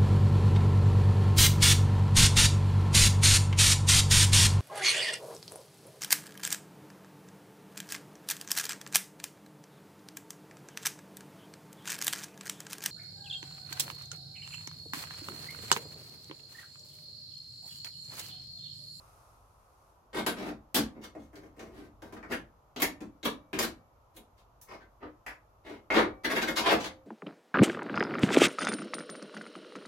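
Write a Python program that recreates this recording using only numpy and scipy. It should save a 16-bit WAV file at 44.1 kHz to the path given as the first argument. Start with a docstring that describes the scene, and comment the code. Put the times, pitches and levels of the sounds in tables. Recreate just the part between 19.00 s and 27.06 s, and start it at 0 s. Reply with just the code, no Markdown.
"""Steel scribe on a car body

In a small workshop a steel scribe is worked along the edge of a sheet steel patch on a car body, a little left.
Its point sticks and slips in short strokes and snaps free with a crack; each slip is a push that rings the panel.
Filtered noise makes the rest: the car body shudders with the panel's low swing, over a low rumble
and a soft rush of workshop air, with a faint hiss that sinks away in the first second or so."""
import sys
import numpy as np
from scipy import signal
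from scipy.fft import rfft, irfft
from scipy.io import wavfile
from scipy.ndimage import uniform_filter1d

SR = 44100
rng = np.random.default_rng(int(sys.argv[2]) if len(sys.argv) > 2 else 0)


def wrap_up_sound(samples):
    """Save the sound to the file named by the first command line argument, as 16-bit audio."""
    columns = np.atleast_2d(samples).T
    # keep every value between -1 and 1, then stretch to whole-number steps
    tamed = np.clip(columns, -1, 1)
    steps = np.round(tamed * 32767).astype(np.int16)
    wavfile.write(sys.argv[1], SR, steps)


N = 355446

# Likeness of left and right at the stereo microphone. Each row: frequency in Hz, coherence from 0 to 1.
COHERENCE = [(60, .93), (130, .94), (290, 0.88), (640, 0.53), (1300, 0), (2000, 0.21), (3100, 0.0084),
             (7000, 0.083), (15000, 0)]
# Colour of the low rumble, and of the car body's shudder. Each row: frequency in Hz, relative level in dB per Hz.
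RUMBLE_SPECTRUM = [(10, -22.5), (25, -16.5), (50, 6), (70, -1), (95, 1), (140, -6), (250, -35),
                   (600, -66.5)]


def amp(db):
    """Decibels to gain."""
    return 10 ** (np.asarray(db) / 20)


def unit(x):
    """Scales a sound to energy 1."""
    return x / np.sqrt(np.sum(x ** 2) + 1e-20)


def read(points, hz):
    """Reads a table on a log-frequency axis."""
    f, value = np.transpose(points)
    return np.interp(np.log(hz + 1), np.log(f + 1), value)


def follow(curve):
    """A level curve of (s, dB) points as a gain for every sample."""
    return amp(np.interp(np.arange(N) / SR, *np.transpose(curve)))


def hump(hz, centre_hz, octaves):
    """A broad resonance of height 1."""
    return np.exp(-(np.log2(hz / centre_hz) / octaves) ** 2)


def add(mix, s, sound):
    """Adds a stereo sound at time s, cut off at the end of the mix."""
    part = mix[:, round(s * SR):][:, :sound.shape[1]]
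    part += sound[:, :part.shape[1]]


def causal(gain_db, size=2048):
    """The minimum-phase impulse response with this gain: its energy comes as early as possible."""
    cepstrum = irfft(np.log(amp(gain_db)))
    half = len(cepstrum) // 2
    folded = np.r_[cepstrum[0], 2 * cepstrum[1:half], np.zeros(half)]
    return irfft(np.exp(rfft(folded)))[:size]


def pair(a, b, hz):
    """Two unrelated spectra become left and right, alike in the bass."""
    same = read(COHERENCE, hz)
    mid = np.sqrt((1 + same) / 2) * a
    side = np.sqrt((1 - same) / 2) * b
    return np.array([mid + side, mid - side])


def noise(spectrum):
    """Steady stereo noise of rms 1, coloured by a spectrum."""
    hz = np.fft.rfftfreq(N, 1 / SR)
    left, right = rfft(rng.standard_normal((2, N)))
    x = irfft(pair(left, right, hz) * amp(read(spectrum, hz)), N)
    return x / x.std()


def background(air_db=-65.5):
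    """Low rumble of moving level, steady soft air, and a faint hiss that soon sinks away, all coloured noise."""
    # Each row of the two spectra: frequency in Hz, relative level in dB per Hz.
    air_spectrum = [(100, -3.5), (200, -6.5), (350, -4.5), (600, 1), (1000, 1), (1300, -2), (1600, -15),
                    (2100, -20.5), (2550, -20), (4000, -24.5), (6500, -24), (9000, -33.5), (12500, -21),
                    (15000, -45.5)]
    hiss_spectrum = [(300, -9), (650, 10.5), (1250, 17), (1700, -2), (2250, -3), (2520, 0.5), (3000, -6),
                     (6000, -1), (8000, -5), (9200, -0.5), (9650, -1), (10200, -3), (11500, 0),
                     (16000, -18)]
    # Rumble and hiss over time. Each row: time in seconds, rms level in dB.
    rumble_level = [(0, -62), (1.1, -69.5), (2.7, -61.5), (3.3, -58.5), (3.6, -65.5), (6.5, -66.5),
                    (8, -65.5)]
    hiss_level = [(0, -61.5), (.3, -64.5), (.45, -70), (.9, -69.5), (1.3, -102)]
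    rumble = follow(rumble_level) * noise(RUMBLE_SPECTRUM)
    air = amp(air_db) * noise(air_spectrum)
    hiss = follow(hiss_level) * noise(hiss_spectrum)
    return rumble + air + hiss


def shudder(scribe, panel_hz=400, hardest_db=-46.5, db_per_db=0.57, settle_s=0.016):
    """The whole car body rumbles with the low swing of the panel, and settles after it."""
    lowpass = signal.butter(2, panel_hz, fs=SR, output="sos")
    swing = signal.sosfilt(lowpass, scribe.mean(0))
    keep = np.exp(-1 / (settle_s * SR))
    push = np.sqrt(signal.lfilter([1 - keep], [1, -keep], swing ** 2))
    return amp(hardest_db) * (push / push.max()) ** db_per_db * noise(RUMBLE_SPECTRUM)


def dense_ring(build_cycles=2.6, second_db=-35.02, second_stretch=0.71, size=32768):
    """Countless panel modes and wall echoes: the bass builds up slowly and dies last."""
    # Decay of panel and room together. Each row: frequency in Hz, time to fall by 60 dB in seconds.
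    decay = [(120, 0.42), (300, 0.24), (700, .26), (2000, 0.22), (5000, 0.19), (10000, .18), (16000, 0.11)]
    hz, t, z = signal.stft(rng.standard_normal((2, size)), SR, nperseg=256)
    hz = hz[:, None]
    fall_db = -60 * t / read(decay, hz)
    fall = amp(fall_db) + amp(second_db + fall_db / second_stretch)  # the second, fainter part dies sooner
    build = 1 - np.exp(-(t + 0.0011) * (hz + 50) / build_cycles)
    ring = rfft(signal.istft(z * fall * build, SR, nperseg=256)[1][:, :size])
    ring /= np.sqrt(uniform_filter1d(abs(ring) ** 2, size=200, axis=1))  # every band carries the same energy
    fade = np.clip(np.linspace(3, -1, size), 0, 1)  # the last of the tail closes to silence
    return irfft(pair(*ring, np.fft.rfftfreq(size, 1 / SR))) * fade


def clear_modes(size=32768):
    """The clear modes of the panel: dying sines, met with another phase at every spot and at each ear."""
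    # Each row: frequency in Hz, relative level in dB, time to fall by 60 dB in seconds.
    modes = [(173.7, -51.5, 0.54), (241.4, -49.5, 0.2), (304.8, -50, 0.46), (431, -60, 0.25),
             (526, -59.5, 0.97), (600, -53.5, 0.53), (760, -57.5, 0.7), (868, -48, 0.22), (1090, -47, 0.16),
             (1158, -55.5, 0.59), (1554, -40, .25), (1820, -53, 0.44), (1950, -47.5, 0.13),
             (2154, -32, 0.2), (2290, -64.5, 0.8), (2830, -46.5, 0.083), (3220, -55.5, 0.22),
             (3840, -47.5, 0.3)]
    t = np.arange(size) / SR
    out = np.zeros((2, size))
    phases = rng.uniform(-np.pi, np.pi, (len(modes), 2))
    for (hz, db, t60), (phase, apart) in zip(modes, phases):
        ears = np.array([[0], [apart * (1 - read(COHERENCE, hz))]])
        out += amp(db - 60 * t / t60) * np.sin(2 * np.pi * hz * t + phase + ears)
    return out


def spots(shared=0.24, direct=0.18, modes_db=-12.5, count=8):
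    """Responses of several spots on the panel: the direct click, then a ring that is partly common to all."""
    common = dense_ring()
    responses = []
    for _ in range(count):
        ring = np.sqrt(shared) * common + np.sqrt(1 - shared) * dense_ring()
        response = ring + amp(modes_db) * clear_modes()
        response[:, 0] += direct
        responses.append(response)
    return responses


def radiate(force, response, s, db, sharp_db, boom_db, contact_hz, shaft_db,
            sharp_hz=3000, shaft_hz=3600, bass_hz=450, ripple_db=1.59, scribe_hz=1950):
    """The force rings a spot; edge hardness tilts the treble, and panel, contact and shaft resonances colour it."""
    # What the panel radiates for one slip. Each row: frequency in Hz, relative level in dB.
    panel = [(40, 0.5), (110, 6.5), (170, 15.5), (300, 26), (550, 23.5), (900, 24), (1900, 19.5),
             (3500, 14), (5500, 10.5), (8800, 3), (12000, 6), (15500, -1)]
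    # The boom changes pitch as the point travels along the edge. Each row: time in seconds, pitch in Hz.
    boom_pitch = [(1.8, 190), (2.2, 247), (4.3, 212.5), (6, 303), (7, 325), (7.3, 257), (7.8, 230)]
    ring = signal.fftconvolve(unit(force)[None], response, axes=1)
    hz = np.fft.rfftfreq(4096, 1 / SR) + 1
    bass = 1 / (1 + (hz / bass_hz) ** 4)
    # the bass follows the push of the hand, however the single slips happen to fall
    power = (abs(rfft(ring, 32768)) ** 2).mean(0)
    steady = -10 * np.log10(uniform_filter1d(power, size=96)[::8] + 1e-9) * bass
    # higher up, a random ripple makes the colour of every event slightly uneven
    ripple = uniform_filter1d(rng.standard_normal(len(hz)), size=30)
    ripple = ripple_db * (1 - bass) * ripple / ripple.std()
    sharp = sharp_db * np.log(1 + (hz / sharp_hz) ** 2) / np.log(17)  # reaches sharp_db at four times sharp_hz
    boom = boom_db * hump(hz, np.interp(s, *np.transpose(boom_pitch)), octaves=1.226)
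    # the contact spot rings more where it meets the scribe's own note
    contact_db = 5 + 3.5 * hump(contact_hz, scribe_hz, octaves=0.99)
    contact = contact_db * hump(hz, contact_hz, octaves=0.46)
    shaft = shaft_db * hump(hz, shaft_hz, octaves=0.42)
    colour = causal(db + read(panel, hz) + steady + ripple + sharp + boom + contact + shaft)
    return signal.fftconvolve(ring, colour[None], axes=1)


def stick_slip(t, slips_per_s, grit, uneven=0.55, spread_db=5.0, grit_s=0.0013):
    """Uneven slips of the point, each followed by a short spray of grit, over a steady scrape."""
    gap, size = rng.standard_normal((256, 2)).T
    gap_samples = np.exp(uneven * gap[1:]) * SR / slips_per_s  # slips_per_s sets the median gap
    at = np.r_[0, np.cumsum(gap_samples)].astype(int)
    inside = at < len(t)
    slips = np.zeros(len(t))
    slips[at[inside]] = amp(spread_db * np.clip(size, -2, 2))[inside]
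    spray_level = signal.fftconvolve(slips, np.exp(-t / grit_s))[:len(t)] + 0.28  # 0.28 is the steady scrape
    spray = spray_level * rng.standard_normal(len(t))
    # grit is the share of the energy in the spray
    return np.sqrt(1 - grit) * unit(slips - slips.mean()) + np.sqrt(grit) * unit(spray)


def snaps(responses, crack=0.79):
    """The point breaks free with one crack and skids to a halt, its slips dying away."""
    # Each row: start in seconds, decay time of the skid in seconds, level in dB, sharpness in dB,
    # boom in dB, contact resonance in Hz, shaft resonance in dB.
    snap_rows = [(1.131, 0.0093, -32, -7.5, 9, 670, 8.5), (1.264, 0.013, -11.5, 2.5, 8, 9800, 5),
                 (1.745, 0.0081, -14.5, 16, 7.5, 277, 8.5), (2.151, 0.015, -36, -11, 23.5, 690, -12),
                 (2.356, .008, -45, 8, 10, 6240, 9), (2.594, 0.029, -27.5, -7.5, 0, 6200, -0.5),
                 (3.021, 0.065, -33.5, 0.5, 15, 720, -0.5), (3.125, 0.013, -34, 0, 17.5, 790, -1),
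                 (3.166, 0.0085, -33.5, -9.5, 12.5, 1440, 0), (3.228, 0.029, -28, -19, 5.5, 1690, -7),
                 (3.762, 0.033, -27.5, 1, 16.5, 5560, 9.5), (3.8, 0.019, -22, 8, 8, 3020, 2),
                 (3.82, .0085, -14, 15.5, 11.5, 2130, 2), (4.006, 0.021, -31, -5.5, 22, 6720, -2),
                 (4.23, 0.015, -28, -1, 14, 7050, 12.5), (4.531, 0.045, -19, -4, 16, 2820, 0),
                 (4.589, 0.024, -11.5, 8, 3.5, 5980, 1.5), (5.614, 0.021, -51.5, 27.5, -5, 5900, -1),
                 (6.264, 0.022, -22, -5, -6.5, 1960, -4), (6.903, 0.022, -10, -21.5, 4, 2490, -4)]
    out = np.zeros((2, N))
    for k, (s, skid, *touch) in enumerate(snap_rows):
        t = np.arange(0, 4 * skid, 1 / SR)
        force = unit(np.exp(-t / skid) * stick_slip(t, slips_per_s=400, grit=0.62))
        force[0] += crack
        add(out, s, radiate(force, responses[k % len(responses)], s, *touch))
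    return out


def judder(count=5, start_s=7.234, period_s=0.058, swell_s=0.014, fade_s=0.023):
    """The point sticks and jerks on at a steady rate: a run of like strokes under one arch of pressure."""
    jerks = []
    for k, arch in enumerate(np.hanning(count) ** 2):
        level_db = -15.5 + 1.5 * arch  # strongest midway
        touch = (0.5, 9.5, 1780, 7)  # sharpness dB, boom dB, contact Hz, shaft dB
        jerks.append((start_s + k * period_s, swell_s, fade_s, level_db, *touch))
    return jerks


def strokes(responses, curve=0.91):
    """The point is drawn over the steel: each stroke swells as the hand bears down, and fades as it lifts."""
    # Each row: start in seconds, swell in seconds, fade in seconds, level in dB, sharpness in dB,
    # boom in dB, contact resonance in Hz, shaft resonance in dB.
    stroke_rows = [(1.13, 0.021, 0.077, -14, -5.5, 12, 8300, 4.5),
                   (1.359, 0.0064, 0.15, -19.5, -6.5, 15.5, 600, 2),
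                   (1.434, 0.046, 0.027, -24.5, -4, 17, 810, 1),
                   (1.744, 0.013, 0.034, -14.5, 12, 21.5, 6930, 6.5),
                   (1.866, 0.15, .06, -37, -26, 24.5, 574, -5), (2.009, 0.037, 0.013, -29, 2, 2, 6010, 5.5),
                   (2.164, 0.029, 0.091, -45, 2, 8, 7300, 2),
                   (2.324, 0.0041, .2, -35, -2.5, 16.5, 676, -6.5),
                   (2.544, 0.041, 0.25, -35.5, -1, 19.5, 600, -4),
                   (2.694, 0.093, 0.1, -33.5, -5, 17, 10000, 0.5),
                   (3.278, 0.028, 0.035, -22.5, -7.5, 17.5, 628, 0),
                   (3.31, .011, 0.022, -19, 2, 2.5, 1800, 2.5),
                   (4.238, 0.014, 0.026, -12.5, 0.5, 11, 13600, 5.5),
                   (4.606, 0.035, 0.012, -18.5, 12.5, 8.5, 220, 6),
                   (5.136, 0.023, 0.022, -41, 15, 16, 9180, 3), (5.366, .019, 0.031, -50, 4.5, -5, 6100, 7),
                   (5.668, 0.049, 0.044, -24, -14.5, 0, 4940, -7.5),
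                   (5.789, 0.022, 0.033, -42.5, -12.5, 7.5, 1610, 3.5),
                   (6.0, 0.026, 0.07, -23, -42, 2.5, 332, -1.5),
                   (6.634, .031, 0.12, -25.5, -9, 6.5, 320, 2.5),
                   (6.911, 0.023, 0.079, -7, -12.5, 3.5, 1036, 4),
                   (6.934, 0.039, 0.066, -5.5, -12, 11, 1850, 6),
                   (7.555, 0.012, 0.045, -8.5, 0.5, -0.5, 6060, 5.5),
                   (7.612, 0.087, .025, 0, -14.5, -5, 837, 8.5), (7.694, .021, 0.026, -4.5, -7, 6, 780, -2),
                   (7.775, 0.065, 0.036, -16.5, -3.5, 3, 6100, 6.5)]
    out = np.zeros((2, N))
    for k, (s, swell, fade, *touch) in enumerate(list(stroke_rows) + judder()):
        t = np.arange(0, swell + fade, 1 / SR)
        pressure = np.interp(t, [0, swell, swell + fade], [0, 1, 0]) ** curve
        force = pressure * stick_slip(t, slips_per_s=230, grit=0.53)
        add(out, s, radiate(force, responses[k % len(responses)], s, *touch))
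    return out


def scene(left_db=0.5):
    """The scribe, a little to the left, on the car body in the workshop."""
    responses = spots()
    scribe = strokes(responses) + snaps(responses)
    return scribe * amp([[left_db], [-left_db]]) + shudder(scribe) + background()


def record(dry, edge_hz=16050):
    """The band limit of the recorder: a steep low-pass without delay."""
    lowpass = signal.firwin(511, edge_hz, window=("kaiser", 9), fs=SR)
    return signal.oaconvolve(dry, lowpass[None], "same")


dry = scene()
out = record(dry)
wrap_up_sound(out)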